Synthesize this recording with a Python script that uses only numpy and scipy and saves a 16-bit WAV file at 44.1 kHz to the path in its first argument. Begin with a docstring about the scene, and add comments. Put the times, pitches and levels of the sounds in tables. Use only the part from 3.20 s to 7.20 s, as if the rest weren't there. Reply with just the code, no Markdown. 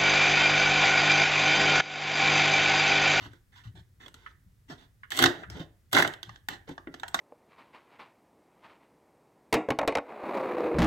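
"""A steel pry tool levers a rotten wooden beam open twice in a cramped crawlspace.
Each pry is a swelling crunch of tearing fibres with sharp splinter cracks; the beam booms,
then loose chips tick down. Around the pries the blade scrapes, squeaks and knocks, and an arm
bumps the timber; a few dry clacks sound in between.
The close walls answer briefly over a faint low rumble."""
import sys
import numpy as np
from scipy import signal
from scipy.fft import rfft, irfft, next_fast_len
from scipy.io import wavfile

SR = 44100
rng = np.random.default_rng(int(sys.argv[2]) if len(sys.argv) > 2 else 0)


def file_out(sig):
    """Save sig as 16-bit WAV at sys.argv[1]."""
    # one column per channel
    cols = np.atleast_2d(sig).T
    # limit, then scale
    lim = np.clip(cols, -1, 1)
    pcm = np.round(lim * 32767).astype(np.int16)
    wavfile.write(sys.argv[1], SR, pcm)


N = 176400

# timber resonances: f/Hz, level/dB
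WOOD_SPECTRUM = [(40, -21), (110, -2), (165, -1), (215, -9), (270, 3), (360, 1), (430, -4), (510, -5.5),
                 (660, -3), (880, 0), (1200, -2), (1480, 4.5), (1920, 2.5), (2400, -13.5), (3000, -1.5),
                 (3650, -4), (4600, -10), (6000, -11.5), (7800, -21.5), (9300, -41), (11500, -36),
                 (16000, -33.5)]
# boom of the loaded beam: f/Hz, level/dB
BOOM_SPECTRUM = [(40, -27.5), (110, 2), (250, 1), (400, -0.5), (750, -3.5), (1300, -38), (16000, -100)]
# hollow ring of the beam: f/Hz, level/dB, t60/s
BEAM_MODES = [(169, -7, 0.15), (276, -0.5, 0.2), (349.8, -3, 0.29), (421, -2, 0.12), (522, -7.5, .09),
              (820, -8.5, .08)]


def amp(db):
    """Decibels to gain."""
    return 10 ** (np.asarray(db) / 20)


def unit(x):
    """Scale to rms 1."""
    return x / np.sqrt(np.mean(x ** 2) + 1e-30)


def along(points, hz):
    """Interpolate (f/Hz, value) points on a log axis."""
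    f, v = np.transpose(points)
    return np.interp(np.log(hz + 1), np.log(f + 1), v)


def filtered(x, response):
    """Apply a complex frequency response."""
    n = x.shape[-1]
    m = next_fast_len(n + 8192)
    return irfft(rfft(x, m) * response(np.fft.rfftfreq(m, 1 / SR)), m)[..., :n]


def kernel(*spectra, size=2048):
    """Minimum-phase impulse response of spectra in series."""
    hz = np.fft.rfftfreq(size, 1 / SR)
    cepstrum = irfft(np.log(amp(sum(along(points, hz) for points in spectra))))
    cepstrum[1:size // 2] *= 2
    cepstrum[size // 2 + 1:] = 0
    return irfft(np.exp(rfft(cepstrum)))


def colour(x, response):
    """Convolve, then scale to rms 1."""
    return unit(signal.fftconvolve(x, response)[:len(x)])


def add(track, start_s, x):
    """Mix x in from start_s."""
    i = max(0, round(start_s * SR))
    n = max(0, min(x.shape[-1], N - i))
    track[..., i:i + n] += x[..., :n]


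def mode(t, hz, t60_s):
    """Decaying sine."""
    return 1000 ** (-t / t60_s) * np.sin(2 * np.pi * hz * t)


def grains(n, per_s, spread_db=3.5):
    """Tiny fractures at random times, a few much stronger."""
    size = amp(spread_db * np.minimum(rng.exponential(size=n), 4))
    return size * rng.choice([-1, 1], n) * (rng.random(n) < per_s / SR)


def stroke(length_s, rise_s=0.0073, fall_tau_s=0.015):
    """Force envelope: rise, hold, fade."""
    t = np.arange(SR // 3) / SR
    return np.minimum(t / rise_s, 1) * np.exp(-np.maximum(t - length_s, 0) / fall_tau_s)


def diffuse(n):
    """Stereo noise, alike in the bass, unrelated near 1.2 kHz, closer again above."""
    # f/Hz, left-right correlation
    correlation = [(50, 1), (250, 0.75), (600, .5), (1200, 0), (16000, 0.9)]

    def mid_side_gains(hz):
        angle = np.arccos(np.clip(along(correlation, hz), -1, 1)) / 2
        return np.array([np.cos(angle), np.sin(angle)])

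    mid, side = filtered(rng.standard_normal((2, n)), mid_side_gains)
    return np.array([mid + side, mid - side])


def rumble(rms_db=-61):
    """Faint low noise of the still air."""
    # f/Hz, level/dB
    spectrum = [(12, -37.5), (20, -9.5), (96, 0.5), (240, -21), (499, -30), (678, -35), (1760, -32.5),
                (1910, -32.5), (2600, -38), (16000, -42.5)]
    return amp(rms_db) * unit(filtered(diffuse(N), lambda hz: amp(along(spectrum, hz))))


def crawlspace(wall_db=0.5, wall_t60_s=0.023):
    """One stereo path: direct sound, reflections off the nearest timber, short tail."""
    # tail decay: f/Hz, t60/s
    decay = [(100, 0.15), (300, 0.34), (800, 0.35), (1400, 0.29), (1950, 0.38), (2600, 0.33), (5000, 0.21),
             (13000, 0.24)]
    # tail spectrum: f/Hz, level/dB
    spectrum = [(100, -3.5), (400, -4), (1500, -5.5), (4000, -8.5), (8000, -5.5), (14000, -8)]
    # direct sound, left ahead of right: f/Hz, lead/s
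    lead = [(300, 0.000032), (1400, 0.00018), (2400, 0.00046), (16000, .00047)]
    n = int(0.4 * SR)
    t = np.arange(n) / SR
    hz, frame_s, noise = signal.stft(diffuse(n), SR, nperseg=256)
    t60_s = along(decay, hz)[:, None]
    energy_norm = np.sqrt(2 * np.log(1000) / (t60_s * SR))
    gain = amp(along(spectrum, hz)[:, None] - 60 * frame_s / t60_s) * energy_norm
    tail = signal.istft(noise * gain, SR, nperseg=256)[1][:, :n] * (1 - np.exp(-t / 0.0011))
    walls = diffuse(n) * amp(-60 * t / wall_t60_s) * (1 - np.exp(-t / 0.001))
    right_only = np.array([[0], [1]])
    direct = filtered(1. * (t == 0), lambda f: np.exp(-2j * np.pi * f * along(lead, f) * right_only))
    return direct + tail + amp(wall_db) * unit(walls) / np.sqrt(n)


def heard(x, paths):
    """Send x down a random path: each sound starts at a slightly different spot."""
    return signal.fftconvolve(x[None], paths[rng.integers(len(paths))], axes=1)


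def bumping():
    """An arm thuds softly against the timber; mono."""
    # t/s, length/s, level/dB
    bumps = [(0, 0.11, -44.5), (0.453, 0.062, -41), (0.515, 0.094, -46), (1.26, 0.029, -50),
             (2.019, 0.064, -31.5), (2.259, 0.1, -42.5), (3.069, 0.05, -45)]
    # f/Hz, level/dB
    spectrum = [(25, -44), (58, -16), (75, 6.5), (92, -6), (114, 8.5), (135, -15.5), (165, -3.5),
                (230, -18), (500, -44), (2000, -71.5)]
    out = np.zeros(N)
    for start_s, length_s, db in bumps:
        force = stroke(length_s)
        thud = filtered(rng.standard_normal(len(force)), lambda hz: amp(along(spectrum, hz)))
        add(out, start_s, amp(db) * force * unit(thud))
    return out


def clacking(paths, t60_s=0.06):
    """Three short, dry midrange clacks."""
    # t/s, level/dB
    clacks = [(1.061, -39.5), (1.832, -41.5), (2.233, -39.5)]
    # f/Hz, level/dB
    spectrum = [(300, -49), (900, -13), (1250, 4), (1800, 6), (2400, -9.5), (3000, -7.5), (4200, -25),
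                (6000, -38), (16000, -54.5)]
    out, t = np.zeros((2, N)), np.arange(SR // 8) / SR
    for start_s, db in clacks:
        rattle = colour(rng.standard_normal(len(t)), kernel(spectrum))
        add(out, start_s, heard(amp(db) * 1000 ** (-t / t60_s) * rattle, paths))
    return out


def knocking(falloff_db_per_octave=19.5, damping_t60_s=0.12):
    """Blunt knocks ring the beam's modes near one pitch; the resting tool damps them."""
    # t/s, centre f/Hz, level/dB
    knocks = [(1.508, 170, -46), (2.354, 166, -37), (2.403, 174.4, -27), (3.492, 209, -29.5),
              (3.513, 208, -28.5), (3.672, 276, -37)]
    out, t = np.zeros(N), np.arange(SR // 5) / SR
    envelope = 1000 ** (-t / damping_t60_s) * (1 - np.exp(-t / 0.00071))
    for start_s, centre_hz, knock_db in knocks:
        ring = sum(amp(db - falloff_db_per_octave * abs(np.log2(hz / centre_hz))) * mode(t, hz, t60_s)
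                   for hz, db, t60_s in BEAM_MODES)
        add(out, start_s, amp(knock_db) * ring / np.abs(ring).max() * envelope)
    return out


def scraping(paths, slips_per_s=6000):
    """The blade rasps over the grain and shakes the beam."""
    # t/s, length/s, rasp/dB, boom/dB
    scrapes = [(0, 0.063, -46.5, -53), (0.103, 0.058, -63.5, -76), (0.318, 0.096, -60, -71),
               (0.353, 0.034, -52.5, -88), (0.433, 0.039, -53.5, -63.5), (0.549, 0.045, -56.5, -60),
               (0.796, 0.065, -52.5, -54.5), (.94, 0.17, -62, -65.5), (1.48, 0.022, -51.5, -57.5),
               (1.494, 0.031, -44, -41), (1.574, 0.068, -57.5, -59), (2.117, 0.11, -52.5, -47.5),
               (2.3, 0.044, -47.5, -53), (2.348, 0.035, -47, -40.5), (2.39, 0.023, -41.5, -35),
               (3.036, 0.13, -60, -68), (3.292, 0.05, -42, -43), (3.471, 0.042, -49.5, -44),
               (3.714, 0.23, -66, -64.5), (3.933, 0.07, -50, -67)]
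    # f/Hz, level/dB
    rasp_spectrum = [(200, -19), (550, -20), (900, -1.5), (1500, -2), (2500, 1.5), (3600, 0), (5200, -1.5),
                     (7500, -0.5), (9500, 2), (16000, 5)]
    out = np.zeros((2, N))
    for start_s, length_s, rasp_db, boom_db in scrapes:
        force = stroke(length_s)
        shift = np.exp(rng.normal(0, 0.035))  # resonances vary from spot to spot
        wood = [(hz * shift, db) for hz, db in WOOD_SPECTRUM]
        slips = grains(len(force), slips_per_s)
        rasp = amp(rasp_db) * colour(slips, kernel(rasp_spectrum, wood))
        boom = amp(boom_db) * colour(slips, kernel(BOOM_SPECTRUM, wood))
        add(out, start_s, heard(force * (rasp + boom), paths))
    return out


def squeaking(paths, relative_width=0.018):
    """Steel squeaks on wood: narrow-band noise."""
    # t/s, length/s, f/Hz, level/dB
    squeaks = [(0.558, 0.037, 3420, -65.5), (1.494, 0.0078, 5150, -48), (1.573, 0.045, 3590, -61)]
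    out = np.zeros((2, N))
    for start_s, length_s, pitch_hz, db in squeaks:
        force = stroke(length_s)
        noise = rng.standard_normal(len(force))
        whine = filtered(noise, lambda hz: 1 / (1 + ((hz / pitch_hz - 1) / relative_width) ** 2))
        add(out, start_s, heard(amp(db) * force * unit(whine), paths))
    return out


def hits(rows, band_decay, paths, grit, click_db, twang_db):
    """Each hit: a click, a twang at its own pitch, a splintering burst and the beam's ring."""
    # low, mid, high, top band: lower f/Hz, upper f/Hz
    band_edges = [(140, 550), (550, 2500), (2500, 8000), (8000, 16000)]
    twang_t60_s, twang_rise_s = 0.016, 0.0007
    ring_db, ring_scatter_db, ring_rise_s = -4, 2.5, 0.0046
    level_span_s = 0.018  # a burst's level is its energy spread over this span
    out, t = np.zeros((2, N)), np.arange(SR // 6) / SR
    wood = kernel(WOOD_SPECTRUM)
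    bands = [signal.sosfilt(signal.butter(3, edges, 'band', fs=SR, output='sos'), wood)
             for edges in band_edges]
    for start_s, hit_db, pitch_hz, *bands_db in rows:
        hit = amp(hit_db + twang_db) * mode(t, pitch_hz, twang_t60_s) * (1 - np.exp(-t / twang_rise_s))
        for band, band_db, (trim_db, t60_s) in zip(bands, bands_db, band_decay):
            burst = (t == 0) + grit * rng.standard_normal(len(t)) * 1000 ** (-t / t60_s)
            hit += amp(band_db + trim_db) * colour(burst, band) * np.sqrt(level_span_s / t[-1])
        click = amp(hit_db + click_db) * wood / np.abs(wood).max()
        add(hit, 0, click)
        add(out, start_s, heard(hit, paths))
        ring = sum(amp(db + rng.normal(0, ring_scatter_db)) * mode(t, hz, t60_s)
                   for hz, db, t60_s in BEAM_MODES)
        add(out, start_s, amp(bands_db[0] + ring_db) * ring * (1 - np.exp(-t / ring_rise_s)))
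    return out


def tapping(paths):
    """Chips land and the tool touches lightly."""
    # t/s, level/dB, f/Hz, low/dB, mid/dB, high/dB, top/dB
    taps = [(0.058, -38.5, 807, -50, -52, -64, -80), (0.133, -42, 1510, -55, -69, -66, -72),
            (0.861, -41, 3400, -55.5, -56.5, -56, -68), (0.881, -43.5, 2930, -63, -53, -53, -61),
            (0.942, -45, 1430, -61, -61, -48, -59.5), (2.3, -35, 5170, -52, -50, -46.5, -55.5),
            (3.093, -39, 1210, -61, -45.5, -51, -72), (3.159, -42.5, 1700, -65.5, -63, -53.5, -75),
            (3.491, -30.5, 890, -39.5, -47.5, -54, -62.5), (3.579, -31.5, 1220, -52, -44.5, -51, -85.5),
            (3.672, -35.5, 1950, -37.5, -44, -73.5, -87.5), (3.741, -55, 905, -47.5, -44, -43, -63),
            (3.798, -42, 3720, -59, -52, -50, -61.5), (3.833, -25, 944, -64, -32, -41.5, -60.5),
            (3.881, -44, 8100, -63, -48.5, -44, -51.5), (3.944, -36, 2070, -40.5, -23.5, -26, -39),
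            (3.99, -15.5, 1970, -64, -37, -39.5, -66)]
    # per band: trim/dB, t60/s
    band_decay = [(-2.5, 0.14), (-1, 0.025), (-4.5, 0.017), (-2, 0.027)]
    return hits(taps, band_decay, paths, grit=0.075, click_db=-12, twang_db=3.5)


def cracking(paths):
    """Splinters snap under the lever."""
    # t/s, level/dB, f/Hz, low/dB, mid/dB, high/dB, top/dB
    cracks = [(1.905, -36, 3470, -60.5, -47, -42.5, -43.5), (1.919, -19.5, 1820, -50, -37.5, -34.5, -43.5),
              (1.968, -32.5, 8600, -58.5, -54.5, -41, -36.5), (1.9735, -31, 3820, -43.5, -36, -30, -34.5),
              (1.99, -12, 3590, -24.5, -23, -24, -29), (2.0245, -15, 3400, -22, -24, -20.5, -24),
              (2.0395, 4.5, 1510, -15.5, -21.5, -18, -29), (2.0595, -2.5, 3760, -19.5, -20, -19, -41),
              (2.7298, -19, 1806, -32.5, -25.5, -26, -29), (2.7435, -19.5, 3700, -35, -49, -33, -47),
              (2.75, -9.5, 3830, -24.5, -25, -22.5, -46), (2.767, -8, 1530, -30.5, -18.5, -37, -35),
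              (2.7735, 1, 1810, -23.5, -24, -37, -46), (2.788, -17, 1520, -27, -20.5, -31, -40),
              (2.8, -17, 1480, -30, -19, -38, -44), (2.8235, -9.5, 1730, -41, -25, -29, -36.5),
              (2.848, -17.5, 1530, -39, -25.5, -50.5, -49.5), (2.8755, -31, 1400, -50, -33.5, -36, -41.5),
              (2.937, -38, 1940, -67, -45, -42.5, -53.5), (3.03, -24, 3380, -51, -45, -38, -50.5),
              (3.286, -16.5, 1745, -49, -33, -34.5, -38)]
    # per band: trim/dB, t60/s
    band_decay = [(-11, 0.13), (-1.5, 0.035), (-4, 0.0025), (-5, 0.0041)]
    return hits(cracks, band_decay, paths, grit=0.11, click_db=-5.5, twang_db=-9)


def prying(paths, fibres_per_s=1300):
    """Fibres tear in dense grains while the beam booms under the lever."""
    # one envelope per pry: t/s, boom/dB, crunch/dB, fizz/dB
    pries = [
        [(1.907, -56, -38, -57.5), (1.96, -47.5, -40, -53), (1.995, -35, -29, -45.5), (2.025, -23, -24.5, -41),
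         (2.06, -25.5, -29, -44), (2.088, -36.5, -44, -75), (2.115, -42.5, -58.5, -91)],
        [(2.714, -72, -53, -59.5), (2.733, -36.5, -32.5, -40.5), (2.75, -28, -28, -45),
         (2.775, -29.5, -22.5, -41.5), (2.80, -31.5, -26.5, -43), (2.83, -37, -33.5, -52),
         (2.858, -36.5, -36, -67.5), (2.89, -40.5, -58, -71), (2.93, -72.5, -52, -85.5)],
    ]
    # tearing fibres: f/Hz, level/dB
    crunch = [(250, -44), (600, -12.5), (1500, -11), (2000, 0.5), (3600, -2.5), (7500, -5), (10000, -18.5),
              (16000, -30)]
    # their treble: f/Hz, level/dB
    fizz = [(100, -71.5), (4000, -39.5), (8000, -8), (10000, 5), (16000, 1)]
    out = np.zeros((2, N))
    for rows in pries:
        times_s, *envelopes_db = np.transpose(rows)
        t = np.arange(times_s[0], times_s[-1], 1 / SR)
        fibres = grains(SR // 2, fibres_per_s)[:len(t)]
        tear = sum(amp(np.interp(t, times_s, db)) * colour(fibres, kernel(spectrum, WOOD_SPECTRUM))
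                   for db, spectrum in zip(envelopes_db, [BOOM_SPECTRUM, crunch, fizz]))
        add(out, times_s[0], heard(tear, paths))
    return out


def scene():
    """Work on the beam and the clacks, coloured differently left and right, over the rumble."""
    # f/Hz, left over right/dB
    balance = [(60, 6), (200, -1), (380, 0.5), (700, 1), (1300, -2.5), (1950, -7), (2500, 4), (3600, -13.5),
               (4800, -1), (6500, 0.5), (8200, 14.5), (11000, 17), (16000, 6)]
    paths = [crawlspace() for _ in range(16)]
    events = amp(-5) * cracking(paths)
    events += amp(-4.5) * (tapping(paths) + prying(paths))
    events += amp(-7) * (scraping(paths) + squeaking(paths))
    events += clacking(paths) + knocking() + amp(-4.5) * bumping()
    events = filtered(events, lambda hz: amp(along(balance, hz) * np.array([[0.5], [-0.5]])))
    return events + rumble()


def record(dry):
    """Soft-limit the loudest peaks, then low-pass."""
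    ceiling, top_hz, taper_hz = 0.85, 16300, 500
    rounded = dry / (1 + np.abs(dry / ceiling) ** 6) ** (1 / 6)
    return filtered(rounded, lambda hz: np.clip((top_hz - hz) / taper_hz, 0, 1))


dry = scene()
out = record(dry)
file_out(out)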